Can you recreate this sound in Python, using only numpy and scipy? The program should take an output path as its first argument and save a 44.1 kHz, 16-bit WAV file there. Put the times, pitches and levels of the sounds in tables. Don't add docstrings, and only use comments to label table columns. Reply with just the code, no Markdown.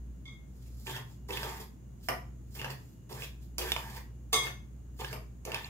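import sys
import numpy as np
from scipy import signal
from scipy.fft import rfft, irfft
from scipy.io import wavfile
from scipy.ndimage import uniform_filter1d

SR = 44100
rng = np.random.default_rng(int(sys.argv[2]) if len(sys.argv) > 2 else 0)


def unload_audio(sound):
    columns = np.transpose(np.atleast_2d(sound))
    steps = np.round(np.clip(columns, -1, 1) * 32767)
    wavfile.write(sys.argv[1], SR, steps.astype(np.int16))


N = 251325
TIME = np.arange(N) / SR
FREQ = np.maximum(np.arange(2 ** 17 + 1) * SR / 2 ** 18, 1)

# (frequency [Hz], level [dB])
RUMBLE_TONE = [(25, -48.5), (45, -14.5), (76, -4), (105, -12.5), (200, -8.5), (330, -18), (600, -32.5),
               (1500, -41.5), (4500, -51.5), (15000, -50.5)]
# (frequency [Hz], level [dB])
HUM_TONES = [(59.3, -49.5), (119.3, -56.5), (197, -69), (2860, -92.5)]
# (frequency [Hz], width [Hz], level [dB])
WHIRR_BANDS = [(121.6, 17, -56.5), (6740, 530, -76.5)]
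# (frequency [Hz], level [dB], time to fade 60 dB [s])
SPOON_MODES = [(441.5, -10, 0.33), (1109, -4, 0.048), (1137, -12, 0.33), (2150, -10, 0.33),
               (3315, -6.5, 0.19), (3360, -7.5, 0.1), (3520, -1.5, 0.069), (4780, -6.5, 0.096),
               (5170, -11, 0.061), (6153, -1.5, 0.086), (6190, -14, 0.42), (7140, -8.5, 0.12),
               (7700, -9.5, 0.086), (8460, -10.5, 0.23), (9700, -2, 0.071)]
# (frequency [Hz], width [Hz], level [dB])
CUP_MODES = [(7250, 700, -4), (8600, 400, -9), (9400, 300, -8), (11700, 550, -1), (12650, 450, -2),
             (13950, 400, -1), (14900, 700, -2)]
# (frequency [Hz], width [Hz], level [dB])
BOWL_MODES = [(424.4, 107, 0.5), (583, 340, -2.5), (887, 252, 16), (1080, 110, -3), (1650, 400, 14),
              (2163, 138, -6), (2650, 380, 3), (3280, 430, 3), (4500, 310, -2), (5470, 770, -10.5),
              (6300, 410, -54)]
# (frequency [Hz], level [dB])
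CRACK_TONE = [(600, -12), (1300, -19.5), (1750, -9), (2200, -1), (2700, 5.5), (4000, -12.5), (5200, -1.5),
              (7000, -17.5), (15000, -46)]
# (frequency [Hz], level [dB])
THUD_TONE = [(25, -48), (60, -20), (130, -18.5), (260, -8), (480, -7), (680, -8.5), (1050, -5), (1400, -12),
             (2500, -25.5), (6000, -45.5)]
# (frequency [Hz], level [dB])
GRAIN_TONE = [(2500, -2), (5000, 10.5), (7500, 5.5), (9800, 5.5), (12000, 11.5), (16000, 1.5)]
# (time [s], level [dB], brightness [Hz])
RIM_TOUCHES = [(0.2553, -44, 1700), (0.2778, -45, 1940), (4.3306, -26, 13600), (4.3425, -25, 6900),
               (4.4343, -38, 2000)]
# (time [s], level [dB], weight [0 = edge catches, 1 = whole spoon lands], ping [Hz])
SPOON_KNOCKS = [(0.8693, -31.5, 0.16, 2500), (0.964, -33, 0.67, 890), (1.099, -59, 0.95, 450),
                (1.3064, -29, 0, 2650), (1.3725, -26.5, 0.025, 2617), (1.431, -27.5, 0.46, 1610),
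                (2.0864, -18, 0.71, 1975), (2.6156, -28, 0.48, 1850), (2.645, -26, 0.66, 1650),
                (3.1272, -43, 0.13, 5400), (3.2214, -32, 0.18, 2590), (3.5827, -32.5, 0.78, 6100),
                (3.7193, -17, 0.0, 3570), (3.7635, -23, 0.38, 984), (4.329, -29.5, 0.91, 5060),
                (4.468, -30.5, 0.55, 1710), (5.0461, -29.5, 0, 1670), (5.129, -32, 0.82, 2340),
                (5.452, -39.5, 0.56, 6540), (5.5186, -29, 0.32, 2760), (5.5451, -23, 0.32, 2630)]
# (time [s], half length [s], level [dB])
SPILLS = [(.62, 0.092, -67.5), (1.11, 0.046, -63.5), (2.065, 0.046, -54.5), (2.85, 0.1, -65.5),
          (3.43, 0.034, -64)]
# (start [s], length [s], run-in through the heap [s], force [dB],
# loose grains [dB], time of the press [s], press [dB], rocking [dB], plunge [dB])
STIR_STROKES = [(0.86, 0.122, 0.069, -44.5, -52, 0.9, 1, -46, 8.5),
                (1.287, 0.334, 0.0032, -44.5, -46.5, 1.463, 8, -53.5, 7.5),
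                (2.549, 0.17, 0.028, -49, -52.5, 2.665, -7, -44.5, 2),
                (3.094, 0.1516, 0.0017, -53.5, -51, 3.222, 9.5, -48.5, 18),
                (3.58, 0.402, 0.001, -47.5, -47, 3.68, 11, -57, 16.5),
                (4.325, 0.1534, 0.00082, -46.5, -49.5, 4.47, 2.5, -49.5, 15.5),
                (4.989, 0.14, 0.017, -50, -54.5, 5.02, 9, -47, 7.5),
                (5.449, 0.22, 0.002, -51.5, -57.5, 5.562, 16, -62, 17.5)]


def undb(db):
    return 10 ** (np.asarray(db) / 20)


def unit(x):
    return x / np.sqrt(np.mean(x ** 2))


def shape(x, response):
    return irfft(rfft(x, 2 * len(FREQ) - 2) * response)[..., :x.shape[-1]]


def colour(points):
    hz, db = np.transpose(points)
    curve_db = np.interp(np.log(FREQ), np.log(hz), db)
    cepstrum = irfft(np.log(undb(curve_db)))
    cepstrum[1:len(FREQ) - 1] *= 2
    cepstrum[len(FREQ):] = 0
    return np.exp(rfft(cepstrum))


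def resonance(hz, width):
    return 1 / (1 + 1j * (FREQ ** 2 - hz ** 2) / (FREQ * width))


def wander(rate):
    hold = int(SR / rate)
    steps = np.repeat(rng.standard_normal(N // hold + 1), hold)
    return 1.136 * uniform_filter1d(steps, hold)[:N]


def clicks(rate, spread_db):
    size = undb(spread_db * np.clip(rng.standard_normal(N), -2, 2))
    return (rng.random(N) < rate / SR) * size * rng.choice([-1, 1], N)


def swells(table):
    return sum(undb(db) * np.exp(-((TIME - s) / half) ** 2) for s, half, db in table)


def modes(drive, table):
    out = 0
    for hz, width, db in table:
        b, a = signal.iirpeak(hz, hz / (1.7 * width), fs=SR)
        flare_db = 4 * wander(28)
        out = out + undb(db + flare_db) * signal.lfilter(b, a, signal.lfilter(b, a, drive))
    return out


def background(rumble_db=-54, waver_db=4.0, bass_side=0.34):
    def air():
        mid, side = rng.standard_normal((2, N))
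        return mid + np.array([[1], [-1]]) * shape(side, np.clip(FREQ / 700, bass_side, 1))
    out = undb(rumble_db) * unit(shape(air(), colour(RUMBLE_TONE)))
    for hz, width, db in WHIRR_BANDS:
        out += undb(db) * unit(shape(air(), resonance(hz, 2 * width) ** 2))
    for hz, db in HUM_TONES:
        level = np.sqrt(2) * undb(db + waver_db * wander(4.47))
        out += level * np.sin(2 * np.pi * hz * TIME + 0.29 * wander(4.0))
    return out


def kitchen(x, to_walls, low_fade_s=0.35, high_fade_s=0.26, build_s=0.001, treble_db=-1,
            pan_db=2.67, lead_s=0.0001273):
    t = TIME[:SR]
    mid, side = rng.standard_normal((2, SR))
    side = shape(side, FREQ / np.hypot(FREQ, 350))
    echoes = (mid + np.array([[1], [-1]]) * side) / np.sqrt(2)
    lows = shape(echoes, 1 / (1 + (FREQ / 4000) ** 2))
    tail = lows * np.exp(-np.log(1000) * t / low_fade_s)
    tail += undb(treble_db) * (echoes - lows) * np.exp(-np.log(1000) * t / high_fade_s)
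    tail = unit(tail * (1 - np.exp(-t / build_s))) / np.sqrt(SR)
    direct = np.array([x * undb(-pan_db), np.interp(TIME - lead_s, TIME, x) * undb(pan_db)])
    return direct + signal.fftconvolve(tail, to_walls[None], axes=1)[:, :N]


def rocking(push, hz=133, wobble=0.42, settle_s=0.038, knock_db=-21, knock_s=0.071):
    jolts = sum(undb(db + knock_db) * weight ** 2 * (TIME >= s) * np.exp(-np.abs(TIME - s) / knock_s)
                for s, db, weight, _ in SPOON_KNOCKS)
    carry = np.exp(-1 / (settle_s * SR))
    sway = signal.lfilter([1 - carry], [1, -carry], np.hypot(push, jolts))
    return np.sqrt(2) * sway * np.sin(2 * np.pi * hz * TIME + wobble * wander(25))


def squeak(at_s=5.646, half_s=0.0025, hz=4300, width_hz=350, db=-42):
    whistle = unit(shape(rng.standard_normal(N), resonance(hz, width_hz) ** 2))
    return swells([(at_s, half_s, db)]) * whistle


def clinks(grip_db=2.0, grip_shift=0.0021, touch_hz=2300, buzz_db=-8, buzz_s=0.033, buzz_shift=0.022):
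    out = np.zeros(N)
    t = TIME[:SR]
    for hz, mode_db, fade_s in SPOON_MODES:
        energy, chatter = np.zeros((2, N))
        for s, db, bright_hz in RIM_TOUCHES:
            size = undb(db + mode_db) / (1 + ((hz ** 2 - touch_hz ** 2) / (hz * bright_hz)) ** 2)
            at = int(s * SR)
            energy[at:at + SR] += (size * np.exp(-np.log(1000) * t / fade_s)) ** 2
            chatter[at:at + SR] += size * np.exp(-t / buzz_s)
        ring_hz = hz * (1 + grip_shift * wander(60))
        buzz_hz = hz * (1 + buzz_shift * (1 + wander(200)))
        ring, buzz = np.sin(2 * np.pi * np.cumsum([ring_hz, buzz_hz], axis=1) / SR)
        out += np.sqrt(energy) * undb(grip_db * wander(90)) * ring
        out += undb(buzz_db) * chatter * wander(400) * buzz
    return out


def knocks(crack_db=-1, ping_db=-2, ping_s=0.0051, crush_s=0.0025, crush_db=-16, thud_s=0.014,
           thud_room_db=4):
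    direct, to_walls = np.zeros((2, 4, N))
    t = TIME[:4000]
    for s, db, weight, hz in SPOON_KNOCKS:
        thud_db = -20.5 + 13.5 * weight
        tick_db = -1 + 11 * weight + 10 * np.log2(hz / 2500)
        room_db = -9 + 13.5 * weight
        smother = np.exp(1.9 * weight)
        decay = np.exp(-t / np.array([[crush_s], [thud_s], [crush_s]]))
        crush = (t == 0) + undb(crush_db) * rng.standard_normal((3, len(t))) * decay
        ping = np.sin(2 * np.pi * hz * t) * np.exp(-t / ping_s * smother)
        blow = np.vstack([crush, ping]) * undb(db + np.array([[crack_db], [thud_db], [tick_db], [ping_db]]))
        at = int(s * SR)
        direct[:, at:at + len(t)] += blow
        to_walls[:, at:at + len(t)] += blow * undb(room_db)
    to_walls[1] *= undb(thud_room_db)
    tones = map(colour, (CRACK_TONE, THUD_TONE, GRAIN_TONE))
    filters = np.array([tone / np.abs(irfft(tone)).max() for tone in tones] + [resonance(2370, 5300)])
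    return shape(direct, filters).sum(axis=0), shape(to_walls, filters).sum(axis=0)


def strokes(attack_s=0.001, release_s=0.0094, run_in_db=-1, slow_db_per_s=16, press_s=0.033,
            flick_s=0.012, flick_db=5):
    gains = np.zeros((4, N))
    for s, length, run_in, force_db, grains_db, press_at, press_db, rock_db, _ in STIR_STROKES:
        age = np.maximum(TIME - s, 0)
        bite = 1 - np.exp(-age / (attack_s + 0.13 * run_in))
        contact = bite * np.exp(-np.maximum(age - length, 0) / release_s)
        approach = undb(run_in_db) * np.exp(-np.abs(TIME - s) / max(run_in, 1e-4))
        flick = flick_db * np.exp(-((age - length) / flick_s + 1) ** 2)
        effort = flick - slow_db_per_s * age
        press = press_db * np.exp(-((TIME - press_at) / press_s) ** 2)
        gains += [contact * undb(force_db + effort + press),
                  contact * undb(force_db + effort + 0.47 * press),
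                  (contact + approach) * undb(grains_db + effort + 0.52 * press),
                  contact * undb(rock_db)]
    return gains


def plunge(deepest_s=0.028):
    ages = [(np.maximum(TIME - s, 0) / deepest_s, db) for s, *_, db in STIR_STROKES]
    return sum(db * age * np.exp(1 - age) for age, db in ages)


def stirring(grinding, crunching, sliding, grind_db=-5, crunch_db=-3, slide_db=-2, hiss_db=-8,
             rasp_db=-17, spill_db=-8, hollow_db=-6, plunge_share=0.076):
    judder = undb(5.5 * wander(100))
    spill = swells(SPILLS)
    cracks = clicks(rate=800, spread_db=4.0) * judder
    rasp = undb(rasp_db) * shape(cracks, resonance(2700, 5400))
    grind = unit(modes(cracks, BOWL_MODES[5:]) + rasp) * (grinding + undb(spill_db) * spill)

    plunge_db = plunge()
    slips = clicks(rate=1400, spread_db=3.0)
    hollow = undb(hollow_db + plunge_db) * unit(modes(slips, BOWL_MODES[:2]))
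    middle = undb(plunge_share * plunge_db) * unit(modes(slips, BOWL_MODES[2:5]))
    crunch = (middle + hollow) * crunching

    grains = clicks(rate=4000, spread_db=5) * np.sqrt(judder)
    hiss = undb(hiss_db) * shape(grains, colour(GRAIN_TONE))
    slide = unit(modes(grains, CUP_MODES) + hiss) * (sliding + spill)
    return undb(grind_db) * grind + undb(crunch_db) * crunch + undb(slide_db) * slide


def scene():
    grinding, crunching, sliding, push = strokes()
    spoon = stirring(grinding, crunching, sliding) + clinks()
    knock, knock_to_walls = knocks()
    return kitchen(spoon + knock + squeak(), spoon + knock_to_walls) + rocking(push) + background()


def record(dry):
    return signal.sosfilt(signal.ellip(10, .2, 80, 15700, fs=SR, output="sos"), dry)


dry = scene()
out = record(dry)
unload_audio(out)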